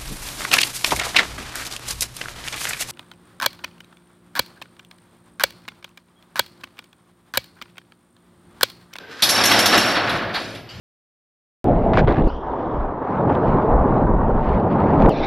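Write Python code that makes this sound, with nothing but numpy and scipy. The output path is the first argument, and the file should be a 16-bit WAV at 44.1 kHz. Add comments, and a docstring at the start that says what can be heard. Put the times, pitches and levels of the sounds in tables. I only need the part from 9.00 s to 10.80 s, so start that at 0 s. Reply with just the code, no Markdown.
"""Release of a garage door opener

A cord creaks taut by stick-slip over a soft hum; the latch snaps free and parts clatter as runs of
contacts exciting short modes. A small steel part rings in a few long modes; the sheet-steel door
shudders and rumbles in dense modes, then settles with a light scrape. Heard from close by in the garage."""
import sys
import numpy as np
from scipy import signal
from scipy.fft import rfft, irfft
from scipy.io import wavfile
from scipy.ndimage import uniform_filter1d

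SR = 44100
rng = np.random.default_rng(int(sys.argv[2]) if len(sys.argv) > 2 else 0)


def int16_out(signal):
    """Quantize to a 16-bit WAV file."""
    q = np.round(np.clip(np.atleast_2d(signal).T, -1, 1) * 32767)
    wavfile.write(sys.argv[1], SR, q.astype(np.int16))


N = 79380  # samples, 1.8 s
TIME_S = np.arange(N) / SR

# metal-on-metal knocks: t/s, jingle level/dB, clank level/dB, duller rap level/dB, rise/s, contact length/s
KNOCKS = [(0.2229, -18.5, -10.5, -23, 0.002, 0.017), (0.291, -16.5, -16, -26, .0015, .004),
          (0.3004, -18.5, -22, -37, 0.0008, 0.0022), (0.438, -20, -19, -19.5, .001, 0.0043),
          (0.4552, -17, -21, -19, 0.0013, 0.0065), (0.5143, -22, -15.5, -13, 0.0011, 0.0064),
          (0.5898, -17.5, -17.5, -16, 0.00039, 0.0034), (0.6582, -18.5, -16, -19, 0.0019, 0.0053),
          (0.777, -21.5, -23, -13.5, 0.0018, 0.0036), (0.886, -35, -32, -34, .001, .006),
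          (0.916, -39, -30, -33, 0.0027, 0.0067), (0.955, -56, -28, -24, 0.0062, 0.025),
          (1.094, -39, -25, -42, 0.00065, 0.0053), (1.347, -46, -28, -30.5, 0.011, 0.021),
          (1.413, -57, -36, -40, 0.0013, .003), (1.548, -51.5, -45.5, -40.5, 0.0053, 0.012)]
RELEASE_S = KNOCKS[0][0]
FIRST_BLOW_DB, FIRST_BLOW_T60_S = 0.5, 0.0081  # relative to the held contact


def bursts(levels_db, t60):
    """Superposed powers: each knock is a hard first blow plus a contact that is held, then decays."""
    power = np.zeros(N)
    for (start_s, *_, rise_s, length_s), level_db in zip(KNOCKS, levels_db):
        since = TIME_S - start_s
        rise = np.clip(since / rise_s + 1, 0, 1)  # full at the knock time
        blow = amp(FIRST_BLOW_DB - 60 * np.maximum(since, 0) / FIRST_BLOW_T60_S)
        held = amp(level_db - 60 * np.maximum(since - length_s, 0) / t60)
        power += (rise * held) ** 2 * (1 + blow ** 2)
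    return np.sqrt(power)


# mode spectra of the small bright parts, the trolley casting and the rail: f/Hz, level/dB per Hz
JINGLE = [(4500, -26), (5300, 1.5), (6200, -1.5), (7000, -8), (7700, -11.5), (9000, -8.5), (10200, -3.5),
          (12000, -5), (13300, -9), (14000, -33), (15500, -60)]
CLANK = [(1500, -22), (2500, -13), (3100, -4), (3500, 1), (3900, -1), (4400, 0.5), (4900, -3.5),
         (5400, -27), (7000, -47)]
RAP = [(700, -10), (1300, -1.5), (1800, 2.5), (2600, 0.5), (3300, -0.5), (4500, -22)]
CONTACTS_PER_S, CONTACT_SPREAD_DB = 10000, 1.5
JINGLE_T60_S, CLANK_T60_S = 0.084, 0.036  # decay of the contacts
JINGLE_RING_S, CLANK_RING_S = 0.018, 0.03  # t60 of the modes


def knocks():
    """Modal excitation: runs of contacts drive small bright parts, the trolley casting and the rail."""
    _, jingle_db, clank_db, rap_db, *_ = np.transpose(KNOCKS)

    def struck_body(levels_db, burst_t60, spectrum, ring_s, count):
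        """Amplitude modulation: the burst envelope scales a run of contacts that excites the modes."""
        touches = bursts(levels_db, burst_t60) * contacts(CONTACTS_PER_S, CONTACT_SPREAD_DB)
        return scattered(touches, spectrum, ring_s, count)

    return (struck_body(jingle_db, JINGLE_T60_S, JINGLE, JINGLE_RING_S, count=90)
            + struck_body(clank_db, CLANK_T60_S, CLANK, CLANK_RING_S, count=60)
            + struck_body(rap_db, CLANK_T60_S, RAP, CLANK_RING_S, count=40))


# modes of the small steel part: f/Hz, relative level/dB, t60/s
RING = [(5448, 0, .7), (5480, -2, .7), (5528, -11, .4), (6015, -6, .1), (10180, -14, .35),
        (10420, -14, .15), (11700, -14, .1), (13400, -15, .08)]
# blows that reach it: t/s, level/dB
STRIKES = [(.2865, -33), (.2975, -24), (.35, -23), (.378, -22), (.4388, -24), (.4582, -23), (.5141, -24),
           (.5905, -22), (.6598, -21), (.7795, -24), (.86, -28)]


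def ringing():
    """Free vibration: each blow sets the modes to a new level, from which they decay exponentially."""
    strike_s, strength_db = np.transpose(STRIKES)
    last = np.maximum(np.searchsorted(strike_s, TIME_S) - 1, 0)
    since = TIME_S - strike_s[last]
    chance_db = rng.normal(0, 1.5, (len(strike_s), len(RING)))  # uneven excitation of the modes
    out = np.zeros(N)
    for k, (hz, level_db, t60) in enumerate(RING):
        decay_db = strength_db[last] + level_db + chance_db[last, k] - 60 * since / t60
        envelope = uniform_filter1d(amp(decay_db) * (since > 0), size=60)  # softens the steps
        out += envelope * np.sin(2 * np.pi * (hz * TIME_S + rng.random()))
    return out


# shaking of the door: t/s, panel rattle level/dB, low boom level/dB,
# loose-hardware chatter level/dB, deepest boom level/dB
SHAKE = [(0.2, -40, -39, -43.5, -47), (0.23, -23, -35, -62, -35.5), (0.274, -27, -33, -26.5, -43),
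         (0.404, -17.5, -22, -20.5, -35.5), (0.47, -22, -25, -23, -36.5), (0.538, -16.5, -22, -21, -35),
         (0.716, -20.5, -23.5, -24, -35.5), (0.738, -14, -18.5, -16, -45), (0.76, -15, -17.5, -19, -32),
         (0.822, -20, -22.5, -24.5, -34), (0.938, -22, -26, -28.5, -38), (0.966, -19.5, -24.5, -33.5, -33),
         (1.014, -22.5, -26.5, -41, -37.5), (1.166, -22.5, -26.5, -34.5, -30),
         (1.206, -25.5, -30, -46, -41), (1.232, -25, -29, -48, -36), (1.274, -30, -31, -54, -32),
         (1.332, -31.5, -32.5, -48, -41), (1.372, -25, -38, -41, -34.5), (1.402, -30.5, -33.5, -37.5, -51),
         (1.464, -36.5, -35.5, -39.5, -39), (1.594, -43.5, -41, -45.5, -42.5),
         (1.638, -59, -48.5, -57, -41), (1.718, -47.5, -54, -64, -52), (1.746, -47.5, -55, -49, -39),
         (1.8, -51, -56, -48.5, -38)]
# mode spectra of panels, whole door, its deepest part and the loose hardware: f/Hz, level/dB per Hz
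PANEL = [(250, -7), (350, 4), (430, -6), (540, -4), (720, 12.5), (950, 4.5), (1300, 2.5), (1700, 1.5),
         (2100, -5.5), (3200, -12), (4500, -17), (7000, -47)]
BOOM = [(65, -38), (110, -7), (167, -5), (206, 7.5), (330, 0), (365, -2.5), (426, -10), (550, -8.5),
        (720, -12), (1210, -120)]
THUD = [(13, -53), (22, -23), (32, -18), (69, -12.5), (103, -8), (129, -7), (170, -11.5), (220, -21),
        (370, -120)]
CHATTER = [(1290, -9), (2200, 0), (2870, 1.5), (3990, 1), (5630, -3), (6400, -12), (12800, -20),
           (14400, -69), (15000, -67)]
PANEL_T60_S, BOOM_T60_S, CHATTER_T60_S = 0.11, 0.23, 0.034
ROLLER_BUMPS_PER_S, BUMP_SPREAD_DB = 1500, 2.5
CHATTER_PER_S, CHATTER_SPREAD_DB = 8000, 3.4


def door():
    """Forced plate vibration: roller bumps shake panels and whole door; hinges and bolts chatter."""
    panel_db, boom_db, chatter_db, thud_db = in_time(SHAKE)
    sheet = np.zeros(N)
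    for level_db, spectrum, t60 in ((panel_db, PANEL, PANEL_T60_S),
                                    (boom_db, BOOM, BOOM_T60_S),
                                    (thud_db, THUD, BOOM_T60_S)):
        bumps = contacts(ROLLER_BUMPS_PER_S, BUMP_SPREAD_DB)
        sheet += amp(level_db) * rms_one(body(bumps, spectrum, t60, count=220))
    taps = contacts(CHATTER_PER_S, CHATTER_SPREAD_DB)
    chatter = amp(chatter_db) * rms_one(scattered(taps, CHATTER, CHATTER_T60_S, count=110))
    return (sheet + chatter) * (TIME_S > RELEASE_S)


# cord pulled taut: t/s, level/dB
PULL = [(0.0, -47), (0.072, -53), (0.076, -53), (0.118, -37), (0.148, -41), (0.215, -35.5)]
# resonances of the creak: f/Hz, width/Hz, relative level/dB
CREAK = [(1204, 360, 2), (1690, 530, 4.5), (2770, 250, -1), (3220, 250, -1), (4000, 440, -2.5),
         (5040, 720, -6)]
# two soft tones before the release: f/Hz, width/Hz, level/dB
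HUM = [(455, 32, -50.5), (1565, 39, -46)]
SLIPS_PER_S, SLIP_SPREAD_DB = 2300, 1.4


def cord():
    """Stick-slip friction: slips of cord and lever excite resonances, over a hum, until the release."""
    slips = contacts(SLIPS_PER_S, SLIP_SPREAD_DB)
    noise = rng.standard_normal(N)
    creak, hum = np.zeros(N), np.zeros(N)
    for k, (hz, width_hz, level_db) in enumerate(CREAK):
        creak += (-1) ** k * amp(level_db) * resonance(slips, hz, width_hz)
    for hz, width_hz, level_db in HUM:
        narrow = resonance(noise, hz, width_hz)
        hum += amp(level_db) * rms_one(resonance(narrow, hz, 3 * width_hz))
    pull_db = in_time(PULL)[0]
    return (amp(pull_db) * rms_one(creak) + hum) * (TIME_S < RELEASE_S)


# mode spectrum of a last light scrape as the door comes to rest: f/Hz, level/dB per Hz
SCRAPE = [(2000, -27), (2750, 0), (3100, 5.5), (3500, -11), (4100, -9), (4600, 1), (5200, -4), (5800, -13),
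          (6400, -17.5), (9000, -31), (13000, -25)]
SCRAPE_S, SCRAPE_DB, SCRAPE_T60_S = 1.6895, -38, 0.29


def scrape():
    """Sliding friction: dense contacts start at once and fade, ringing mainly in two bands."""
    since = TIME_S - SCRAPE_S
    envelope = (since > 0) * amp(SCRAPE_DB - 60 * np.maximum(since, 0) / SCRAPE_T60_S)
    rub = envelope * contacts(CONTACTS_PER_S, 2.0)
    return scattered(rub, SCRAPE, CLANK_RING_S, count=60)


GARAGE_T60_S, GARAGE_TREBLE_T60_S, GARAGE_DB = 0.18, 0.36, -4


def garage(x):
    """Diffuse reverberation: dense reflections, split near 3500 Hz, the treble dying more slowly."""
    t = np.arange(SR) / SR
    noise = rng.standard_normal(SR)
    dull = signal.sosfilt(signal.butter(2, 3500, fs=SR, output="sos"), noise)
    tail = dull * amp(-60 * t / GARAGE_T60_S) + (noise - dull) * amp(-60 * t / GARAGE_TREBLE_T60_S)
    tail = tail * (t > .004) / np.sqrt(np.sum(tail ** 2))  # no reflection in the first 4 ms
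    return signal.fftconvolve(x, tail)[:N]


# stereo width: f/Hz, side minus mid level/dB
WIDTH = [(60, -11), (110, -18), (200, -17), (380, -18), (700, -15.5), (1290, -23.5), (2380, -30.5),
         (4400, -18), (8120, -2), (15000, -17.5)]
SIDE_T60_S = 0.16


def side_reflections(mid):
    """Decorrelation: a decaying noise response turns the mid signal into a side signal."""
    t = np.arange(SR // 2) / SR
    walls = rng.standard_normal(SR // 2) * amp(-60 * t / SIDE_T60_S)
    walls = walls / np.sqrt(np.sum(walls ** 2))
    return coloured(signal.fftconvolve(mid, walls)[:N], WIDTH)


# spectrum of the steady noise floor: f/Hz, relative level/dB
FLOOR = [(25, -35), (60, -5.5), (130, -2.5), (400, 1), (1200, -7), (2500, -8.5), (5000, -17), (8000, -46),
         (15500, -20)]
FLOOR_DB = -44


def noise_floor():
    """Stationary noise: Gaussian noise shaped by a fixed spectrum."""
    return amp(FLOOR_DB) * rms_one(coloured(rng.standard_normal(N), FLOOR))


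def amp(db):
    """Level definition: 20 dB is a factor of ten in amplitude."""
    return 10 ** (np.asarray(db, float) / 20)


def rms_one(x):
    """Normalisation to unit root mean square."""
    return x / np.sqrt(np.mean(x ** 2) + 1e-20)


def in_time(rows):
    """Linear interpolation of each column over time."""
    s, *columns = np.transpose(rows)
    return [np.interp(TIME_S, s, column) for column in columns]


def at_hz(points, hz):
    """Interpolation of level over logarithmic frequency."""
    point_hz, level_db = np.transpose(points)
    return np.interp(np.log(hz), np.log(point_hz), level_db)


def contacts(per_s, spread_db):
    """Random impulse process: tiny impacts of uneven size and either sign; rms 1."""
    sizes = amp(spread_db * np.minimum(rng.exponential(1, N), 4)) * rng.choice([-1, 1], N)
    return rms_one(sizes * (rng.random(N) < per_s / SR))


def body(x, spectrum, t60, count):
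    """Modal superposition: dense modes at uneven pitches, weighted by a spectrum; unit power gain."""
    t = np.arange(int(min(t60, .5) * SR)) / SR
    low, high = spectrum[0][0], spectrum[-1][0]
    hz = low * (high / low) ** ((np.arange(count) + .5 * rng.random(count)) / count)
    # sqrt(hz) offsets the logarithmic spacing of the modes
    gains = amp(at_hz(spectrum, hz)) * np.sqrt(hz) * (-1) ** np.arange(count)
    response = (gains @ np.sin(2 * np.pi * np.outer(hz, t))) * amp(-60 * t / t60)
    return signal.fftconvolve(x, response / np.sqrt(np.sum(response ** 2)))[:N]


def scattered(x, spectrum, t60, count):
    """Local modal excitation: each contact rings one of many short modes; unit power gain."""
    low, high = spectrum[0][0], spectrum[-1][0]
    hz = np.geomspace(low, high, count) * amp(rng.normal(0, 0.16, count))  # uneven pitches
    gains = amp(at_hz(spectrum, hz)) * np.sqrt(hz)
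    dealt = rng.integers(0, count, N)  # the mode each sample falls on
    r = amp(-60 / (t60 * SR))
    out = np.zeros(N)
    for k, (gain, w) in enumerate(zip(gains, 2 * np.pi * hz / SR)):
        share = x * (dealt == k) + 1e-18
        out += gain * signal.lfilter([0, np.sin(w)], [1, -2 * r * np.cos(w), r * r], share)
    return out * np.sqrt(2 * (1 - r * r) / np.mean(gains ** 2))


def resonance(x, hz, width_hz):
    """Damped oscillator: a two-pole band-pass whose bandwidth sets the damping."""
    r = np.exp(-np.pi * width_hz / SR)
    poles = [1, -2 * r * np.cos(2 * np.pi * hz / SR), r * r]
    return signal.lfilter([(1 - r * r) / 2, 0, (r * r - 1) / 2], poles, x)


def coloured(x, spectrum):
    """Linear filtering: multiplies the Fourier spectrum by a given level curve."""
    hz = np.maximum(np.fft.rfftfreq(N, 1 / SR), 1)
    return irfft(rfft(x) * amp(at_hz(spectrum, hz)), N)


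def scene():
    """Superposition of all sources; left is mid plus side, right is mid minus side."""
    struck = knocks() + scrape()
    reflected = amp(GARAGE_DB) * garage(struck)
    mid = struck + reflected + ringing() + door() + cord() + noise_floor()
    return mid + side_reflections(mid) * [[1], [-1]]


MIC_ROLLOFF_HZ, CUTOFF_HZ = 13700, 15700


def record(dry):
    """Saturation and band-limiting: peaks are rounded, the microphone rolls off, the top is cut."""
    rounded = 1.259 * np.tanh(dry / 1.344)
    mic = signal.sosfilt(signal.butter(6, MIC_ROLLOFF_HZ, fs=SR, output="sos"), rounded)
    return signal.sosfilt(signal.cheby2(12, 70, CUTOFF_HZ, fs=SR, output="sos"), mic)


dry = scene()
out = record(dry)
int16_out(out)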